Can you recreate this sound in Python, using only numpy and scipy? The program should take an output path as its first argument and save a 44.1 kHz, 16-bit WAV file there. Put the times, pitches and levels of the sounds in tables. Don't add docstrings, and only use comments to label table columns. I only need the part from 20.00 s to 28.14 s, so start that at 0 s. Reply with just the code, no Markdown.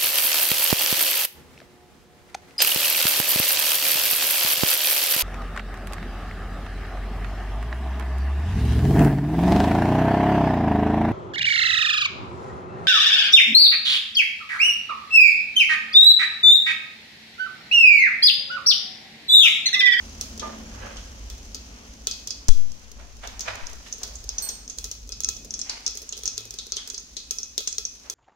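import sys
import numpy as np
from scipy import signal
from scipy.fft import rfft, irfft, next_fast_len
from scipy.io import wavfile
from scipy.ndimage import map_coordinates

SR = 44100
rng = np.random.default_rng(int(sys.argv[2]) if len(sys.argv) > 2 else 0)


def transcribe(signal):
    frames = np.atleast_2d(signal).T
    limited = np.clip(frames, -1, 1)
    pcm = np.round(limited * 32767).astype(np.int16)
    wavfile.write(sys.argv[1], SR, pcm)


N = 358974

# f/Hz, level/dB
BURST_COLOUR = [(300, -31), (1000, -19), (2300, -19.5), (3000, -18), (4300, -6), (5600, 2.5), (6500, 6.5),
                (7100, -6), (8500, -9.5), (15000, -37.5)]
# f/Hz, level/dB
SNAP_COLOUR = [(300, -16), (1500, -20.5), (5000, 1), (8000, 22), (11000, 13), (15500, 10)]
# f/Hz, relative energy/dB, t60/s
BASE_MODES = [(403, -2.5, 0.062), (451, -5.5, 0.1), (564, -9, 0.027)]


def amp(db):
    return 10 ** (np.asarray(db) / 20)


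def unit(x):
    return x / np.sqrt(np.mean(x ** 2) + 1e-20)


def packet(x):
    energy = np.sum(x ** 2, axis=-1, keepdims=True)
    return x * np.sqrt(SR / 100 / (energy + 1e-20))


def along(points, hz):
    f, v = np.transpose(points)
    return np.interp(np.log(hz + 1), np.log(f), v)


def curves(rows):
    s, *cols = np.transpose(rows)
    return [np.interp(np.arange(N) / SR, s, c) for c in cols]


def wobble(rate):
    knots = rng.standard_normal(int(N * rate / SR) + 4)
    return map_coordinates(knots, [np.arange(N) * rate / SR])


def bell(t, s, half):
    return np.exp(-((t - s) / half) ** 2)


def fade(t, t60):
    return np.exp(-np.log(1000) * t / t60)


def grainy(t, depth_db, grain_s):
    knots = rng.standard_normal(len(t) // 16 + 2)
    return amp(depth_db * np.interp(t / grain_s, np.arange(len(knots)), knots))


def coloured(x, gain_db):
    m = 2 * next_fast_len(x.shape[-1] // 2 + 2048)
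    cepstrum = irfft(np.log(amp(gain_db(np.fft.rfftfreq(m, 1 / SR)))))
    cepstrum[1:m // 2] *= 2
    cepstrum[m // 2 + 1:] = 0
    response = np.exp(rfft(cepstrum))
    return irfft(rfft(x, m) * response, m)[..., :x.shape[-1]]


def noise(size, alike):
    alike = np.clip(alike, 0, 1)
    common = rng.standard_normal(size)
    separate = rng.standard_normal((2, size))
    return np.sqrt(alike) * common + np.sqrt(1 - alike) * separate


def ring(modes, t, scatter_db, drift_hz=6):
    total = 0
    for hz, db, t60 in modes:
        strength = amp(db + scatter_db * rng.standard_normal((2, 1))) / np.sqrt(t60)
        envelope = fade(t, t60) * (1 - np.exp(-2 * hz * t))
        steps = rng.standard_normal(len(t)) * np.sqrt(abs(drift_hz) / (2 * np.pi * SR))
        cycles = hz * t + rng.random((2, 1)) + np.cumsum(steps)
        total = total + strength * envelope * np.sin(2 * np.pi * cycles)
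    return packet(total)


def sides(pan_db):
    return unit(amp([[pan_db / 2], [-pan_db / 2]]))


def add(track, s, x):
    i = round(s * SR)
    track[..., i:i + x.shape[-1]] += x[..., :N - i]


def street(rumble_trim_db=.5, drone_trim_db=1, hum_hz=220.7):
    # t/s, rumble level/dB, drone level/dB, wash level/dB
    levels = [(0, -53, -60, -49), (1.9, -47, -53.5, -55), (2.8, -47.5, -58.5, -59),
              (5.3, -53, -56.5, -64.5), (6.2, -53.5, -61, -61), (8.14, -56.5, -62.5, -74)]
    # t/s, half length/s, rumble swell/dB, drone change/dB
    passes = [(.4, 0.9, 6.5, 8.5), (1.223, 0.33, 6, -2), (3.27, 0.16, 6.5, 0), (4.197, 0.19, 9, -4.5),
              (5.153, 0.39, 9, -0.5), (5.5, 0.18, 2.5, 5)]
    # f/Hz, level/dB
    rumble_colour = [(15, -19), (35, -4.5), (52, 5), (68, -1), (85, -14.5), (110, -11), (150, -36.5),
                     (400, -66)]
    # f/Hz, level/dB
    drone_colour = [(70, -6.5), (120, -16.5), (150, -5), (215, 0), (260, 1.5), (320, -8), (430, -8),
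                    (700, -15), (2000, -45)]
    # f/Hz, level/dB
    wash_colour = [(200, -24), (520, 4.5), (900, 3.5), (1800, 1), (3200, 2), (6000, -43), (15000, -78)]
    t = np.arange(N) / SR
    rumble_db, drone_db, wash_db = curves(levels)
    for s, half, rumble_swell_db, drone_change_db in passes:
        rumble_db = rumble_db + rumble_swell_db * bell(t, s, half)
        drone_db = drone_db + drone_change_db * bell(t, s, half)

    def bed(colour, alike):
        return unit(coloured(noise(N, alike), lambda f: along(colour, f)))

    rumble = amp(rumble_db + rumble_trim_db) * bed(rumble_colour, alike=0.99)
    drone = amp(drone_db + drone_trim_db + wobble(3.2)) * bed(drone_colour, alike=0.96)
    wash = amp(wash_db + 1.6 * wobble(8.8)) * bed(wash_colour, alike=0.44)
    hum_db = -57 - 2.7 * t + 13.5 * bell(t, s=.52, half=0.25)
    hum_phase = 2 * np.pi * np.cumsum(hum_hz + 2.32 * wobble(9.3)) / SR
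    hum = amp(hum_db) * np.sqrt(2) * np.sin(hum_phase)
    return rumble + drone + wash + hum


def thuds():
    # t/s, peak level/dB, f/Hz, half length/s
    booms = [(0.135, -43, 77.2, 0.44), (0.798, -44.5, 95, 0.13), (3.518, -42.5, 99, 0.052),
             (6.434, -53, 109, 0.13)]
    t = np.arange(N) / SR
    out = np.zeros(N)
    for s, db, hz, half in booms:
        out += amp(db) * bell(t, s, half) * np.sin(2 * np.pi * hz * t + wobble(8.3))
    return out


def clatter(slope_db=3.5, grain_db=2.0, uneven_db=1.94, contact_db=-5, room_t60=0.78):
    # t/s, level/dB, rise/s, centre f/Hz
    moves = [(.426, -37, .008, 740), (.86, -39.5, 0.1, 940), (3.0, -50, 0.029, 1030),
             (3.24, -40, .013, 1390), (3.486, -31, 0.025, 1340), (3.865, -47.5, 0.01, 1960),
             (4.02, -44, 0.0078, 716), (4.47, -47, 0.13, 1160), (5.698, -40.5, 0.028, 1620),
             (6.789, -49, .023, 1640), (8.061, -51, 0.03, 1030)]
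    # f/Hz, level/dB
    worktop = [(350, 3.5), (600, 6), (900, 2), (1400, 0.5), (2000, 1.5), (3000, 1.5)]
    # f/Hz, relative energy/dB, t60/s
    dish_modes = [(603, -8, .3), (900, -7, .18), (1206, 0, .28), (1770, -14, .3)]
    out, t = np.zeros((2, N)), np.arange(SR) / SR
    lead = .2
    for s, db, rise, hz in moves:
        swell = np.exp(np.minimum(t - lead, 0) / rise) * fade(np.maximum(t - lead, 0), room_t60)
        swell *= 1 + amp(contact_db) * bell(t, lead, 0.0074)
        grain = grainy(t, grain_db, grain_s=0.0073)
        ripple = np.c_[np.geomspace(200, 8000, num=50), rng.standard_normal(size=50)]

        def body(f):
            distance = np.minimum(np.log2((f + 1) / hz) ** 2, 12)
            return uneven_db * along(ripple, f) + along(worktop, f) - slope_db * distance

        add(out, s - lead, amp(db) * swell * unit(coloured(grain * noise(len(t), 0.087), body)))
    dish = ring(dish_modes, t, scatter_db=0.5, drift_hz=3.5) * (1 - np.exp(-t / 0.0041))
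    add(out, moves[0][0], amp(-25.5) * dish)
    return sides(-3.0) * out


def ping(s=4.4215, level_db=-22, blur=0.52, scrape_db=-16):
    # f/Hz, relative energy/dB, t60/s
    metal_modes = [(4370, -6.5, .5), (8506, 0, .4), (13474, -11, .32), (13508, -12, .3)]
    # f/Hz, level/dB
    graze_colour = [(4000, -18), (7500, -8), (8400, 4), (9500, -25), (12500, 0), (13500, -6), (15000, -25)]
    out, t = np.zeros((2, N)), np.arange(SR) / SR
    tones = ring(metal_modes, t, scatter_db=0, drift_hz=8)
    room = noise(len(t), 0) * fade(t, .36)
    diffuse = signal.fftconvolve(tones * fade(t, .012), room, axes=1)[:, :len(t)]
    scrape = coloured(noise(len(t), 0) * fade(t, 0.22), lambda f: along(graze_colour, f))
    sound = packet(tones + blur * packet(diffuse)) + amp(scrape_db) * packet(scrape)
    add(out, s, amp(level_db) * sides(-7) * sound * (1 - np.exp(-t / .002)))
    return out


def splashes(leak_s=0.55, coupling_hz=4.17):
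    # t/s, level/dB, rise/s, share that comes at once
    pushes = [(2.489, 9.5, 0.017, 0.1), (3.624, -17, 0.018, 0.045)]
    out, t = np.zeros((2, N)), np.arange(N) / SR
    for s, db, rise, sudden in pushes:
        push = (1 - (1 - sudden) * np.exp(-t / rise)) * np.exp(-t / leak_s)
        add(out[0], s, -amp(db) * push)
    b, a = signal.butter(1, coupling_hz, "high", fs=SR)
    return signal.lfilter(b, a, signal.lfilter(b, a, out))


def sizzle(rate=260, spread_db=-0.5, ticks_db=-6, hiss_db=-2):
    # t/s, level/dB
    levels = [(0, -46), (1, -48), (1.9, -49.5), (3, -52.5), (4, -46.5), (5, -52), (6, -48), (7, -50.5),
              (8.14, -50.5)]
    # f/Hz, level/dB
    fizz_colour = [(300, -5), (2000, -5), (3300, -1.5), (4500, 3), (6400, 8.5), (7200, -1), (8500, -9),
                   (15000, -16)]
    level_db, = curves(levels)
    spread = amp(spread_db * np.minimum(rng.exponential(size=N), 4))
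    sizes = (rng.random(N) < rate / SR) * spread
    t = np.arange(SR // 20) / SR
    bubbles = signal.fftconvolve(sizes, fade(t, 0.019))[:N] * noise(N, 0)
    fat = amp(ticks_db) * unit(bubbles) + amp(hiss_db) * noise(N, 0)
    return amp(level_db) * np.std(fat) * unit(coloured(fat, lambda f: along(fizz_colour, f)))


def ticks(rate=13, loudest_db=-39, range_db=24, snap_db=-5, knock_db=-10):
    out, t = np.zeros((2, N)), np.arange(SR // 12) / SR
    for when, size in rng.random((round(rate * N / SR), 2)):
        spit = noise(len(t), 0.12) * (fade(t, 0.024) + 0.039 * fade(t, 0.065))
        tick = packet(coloured(spit, lambda f: along(BURST_COLOUR, f)))
        tick += amp(snap_db) * packet(coloured(spit, lambda f: along(SNAP_COLOUR, f)))
        tick += amp(knock_db) * ring(BASE_MODES, t, scatter_db=1.5)[0]
        s = when ** .6 * (N - 1) / SR
        add(out, s, amp(loudest_db - range_db * size) * tick)
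    return out


def character(db, hz, spit_t60, snap):
    louder, octaves = db + 29, np.log2(hz / 5000)
    doublings, sharper = np.log2(spit_t60 / .013), snap + 15
    resonance_db = 8.5 - 0.4 * sharper - 6 * octaves
    knock_db = -27 + 0.43 * sharper - 9 * octaves - 0.26 * louder
    echo_db = -2.5 + 3.5 * doublings - 4.5 * octaves
    return resonance_db, knock_db, echo_db


def pops(attack_s=0.00013, crack_t60=0.02, spit_stretch=1.82, cavity_db=-4, cavity_t60=0.096,
         room_db=-2, room_t60=0.5, pocket_octaves=0.22, base_trim_db=-2, base_db_per_s=0.8, wall_db=-22):
    # t/s, level over 10 ms/dB, pocket f/Hz, spit t60 before stretching/s, snap level/dB, L-R level/dB
    bursts_and_drop = [(.211, -26.5, 5000, 0.012, -4.5, -2), (.225, -46, 5830, 0.031, -12, -5),
                       (0.396, -33.5, 3300, 0.019, -14, 10), (0.9682, -43, 3050, 0.031, -22, -13),
                       (1.3, -39, 3240, .01, -4, 0), (1.5459, -31.5, 4660, 0.013, -10.5, 3),
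                       (2.0707, -21, 3300, 0.0055, -9, -3), (2.1117, -28, 4430, 0.021, -18, 2),
                       (2.273, -29.5, 5170, 0.017, -7, -2), (2.306, -27, 4830, 0.016, -22, -8),
                       (2.4838, -24, 6000, 0.011, -7.5, -7), (2.4897, -27.5, 3160, 0.001, -24, 17),
                       (2.7187, -43, 6700, 0.0037, -10, -10), (3.2736, -36, 3670, 0.0088, -7.5, 1),
                       (3.394, -31.5, 5970, 0.0069, -13, 7), (3.407, -29.5, 6660, 0.037, -8.5, -2),
                       (3.669, -34, 6660, 0.007, -15, -7), (3.926, -28, 6400, 0.012, -38, -3),
                       (4.0325, -28.5, 4800, 0.017, -5.5, -1), (4.1553, -36.5, 7100, 0.021, -49, -3),
                       (4.2911, -26.5, 5300, 0.01, -15, 2), (4.3828, -23, 6000, 0.017, -40, -1),
                       (4.4892, -26.5, 5840, .02, -14, 3), (4.6783, -36, 5760, .008, -32, 2),
                       (4.698, -31.5, 6760, 0.025, -28, -8), (4.785, -29.5, 5770, .009, -6.5, -4),
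                       (4.842, -30, 6500, 0.021, -5, 0), (4.914, -31.5, 5900, 0.022, -7.5, 0),
                       (5.0918, -37.5, 3270, 0.003, -6, 0), (5.121, -32, 5030, 0.022, -17, 1),
                       (5.2046, -28, 6400, 0.0076, -8, -2), (5.235, -28.5, 6360, 0.016, -35, -1),
                       (5.2457, -21, 5800, 0.0058, -27, 3), (5.288, -20.5, 7000, 0.0097, -10, -0.5),
                       (5.3666, -37.5, 6760, .016, -15, -9), (5.507, -30.5, 5760, 0.008, -38, 1),
                       (5.5392, -27.5, 5800, 0.017, -27, 2), (5.5914, -30, 7400, 0.021, -26, 9),
                       (5.615, -26, 5660, 0.012, -38, -1), (5.6958, -26, 4560, 0.018, -29, 1),
                       (5.8635, -23, 5300, 0.024, -17, 1), (5.878, -25, 5840, 0.0054, -20, -1),
                       (5.9727, -31.5, 7000, .008, -6.5, -5), (6.0913, -31.5, 6800, 0.0085, -42, -3),
                       (6.1248, -32, 3230, 0.014, -19, -3), (6.1763, -37, 6070, 0.011, -4, -5),
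                       (6.2345, -34, 4030, .006, -5.5, 2), (6.2563, -24.5, 6300, 0.025, -14, -6),
                       (6.2768, -22.5, 5700, 0.012, -33, 6), (6.3791, -26, 3780, 0.004, -10.5, 1),
                       (6.507, -34, 7460, 0.0089, -7, 0), (6.5396, -38, 5070, 0.015, -7, -1),
                       (6.587, -31.5, 3800, 0.024, -23, 4), (6.721, -25, 4540, 0.013, -18, 3),
                       (6.7677, -28.5, 3270, 0.018, -27, 1), (6.8749, -35, 7400, 0.015, -4, 1),
                       (6.9006, -30, 6500, .013, -15, -10), (6.9434, -33.5, 4740, 0.022, -19, 0),
                       (6.9792, -30.5, 6500, .014, -33, -6), (7.1675, -32, 4020, 0.033, -14, 8),
                       (7.3091, -23, 6400, 0.012, -8.5, 1), (7.3851, -27.5, 5500, 0.014, -32, -3),
                       (7.4307, -29.5, 6050, 0.014, -30, 1), (7.579, -22.5, 3680, 0.011, -7, 4),
                       (7.605, -38.5, 2960, 0.0062, -3, -18), (7.6741, -22.5, 7440, 0.026, -18, 2),
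                       (7.727, -31, 6200, .011, -23, -6), (7.7827, -22.5, 5210, 0.0058, -12.5, 1),
                       (7.8517, -23.5, 5900, 0.0095, -45, 0), (8.0991, -28, 6400, 0.011, -6, -3)]
    # f/Hz, level/dB
    echo_colour = [(1500, -3), (3200, 8), (6000, -3), (12000, -1)]
    # f/Hz, relative energy/dB, t60/s
    wall_modes = [(1312, -0.5, 0.26), (2538, 2.5, 0.71), (3383, 7.5, 0.34), (3630, -30, .25),
                  (4140, 6.5, 0.23)]
    out, t = np.zeros((2, N)), np.arange(SR // 2) / SR
    onset = 1 - np.exp(-t / attack_s)

    def puff(t60, alike):
        return packet(noise(len(t), alike) * onset * fade(t, t60))

    for s, db, hz, spit_t60, snap, pan in bursts_and_drop:
        pocket_db, knock, echo_db = character(db, hz, spit_t60, snap)
        spit = puff(spit_stretch * spit_t60, 0.26) + 0.78 * puff(0.0039, 0.093)
        splatter = grainy(t, depth_db=1, grain_s=0.00158)
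        cavity = packet(splatter * puff(cavity_t60, 0))
        echoes = packet(amp(cavity_db) * cavity + amp(room_db) * puff(room_t60, 0))

        def pocket(f):
            return pocket_db / (1 + (np.log2((f + 1) / hz) / pocket_octaves) ** 2)

        direct = packet(coloured(spit, lambda f: along(BURST_COLOUR, f) + 0.84 * pocket(f)))
        late = packet(coloured(echoes, lambda f: along(BURST_COLOUR, f) + pocket(f) + along(echo_colour, f)))
        torn = puff(crack_t60, 0.23) + .9 * spit + 1.23 * echoes
        tear = packet(coloured(torn, lambda f: along(SNAP_COLOUR, f)))
        add(out, s, amp(db) * (sides(pan) * (direct + amp(snap) * tear) + amp(echo_db) * late))
        base_gain = amp(knock + base_trim_db + base_db_per_s * s)
        base = base_gain * ring(BASE_MODES, t[:SR // 10], scatter_db=1.5)[0]
        wall_gain = amp(wall_db) + 1.8 * amp(knock)
        wall = wall_gain * ring(wall_modes, t[:SR // 4], scatter_db=2.0, drift_hz=17.4)
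        add(out, s, amp(db) * base)
        add(out, s, amp(db) * wall)
    return out


def scene():
    outside = street() + thuds()
    outside[1] = np.roll(outside[1], 12)
    kitchen = clatter() + ping()
    pot = splashes() + sizzle() + ticks() + pops()
    return outside + kitchen + pot


def record(dry, top=0.99, hardness=7, band_limit_hz=15900):
    clipped = dry / (1 + np.abs(dry / top) ** hardness) ** (1 / hardness)
    low_pass = signal.firwin(201, band_limit_hz, fs=SR)
    return signal.fftconvolve(clipped, low_pass[None], "same", axes=1)


dry = scene()
out = record(dry)
transcribe(out)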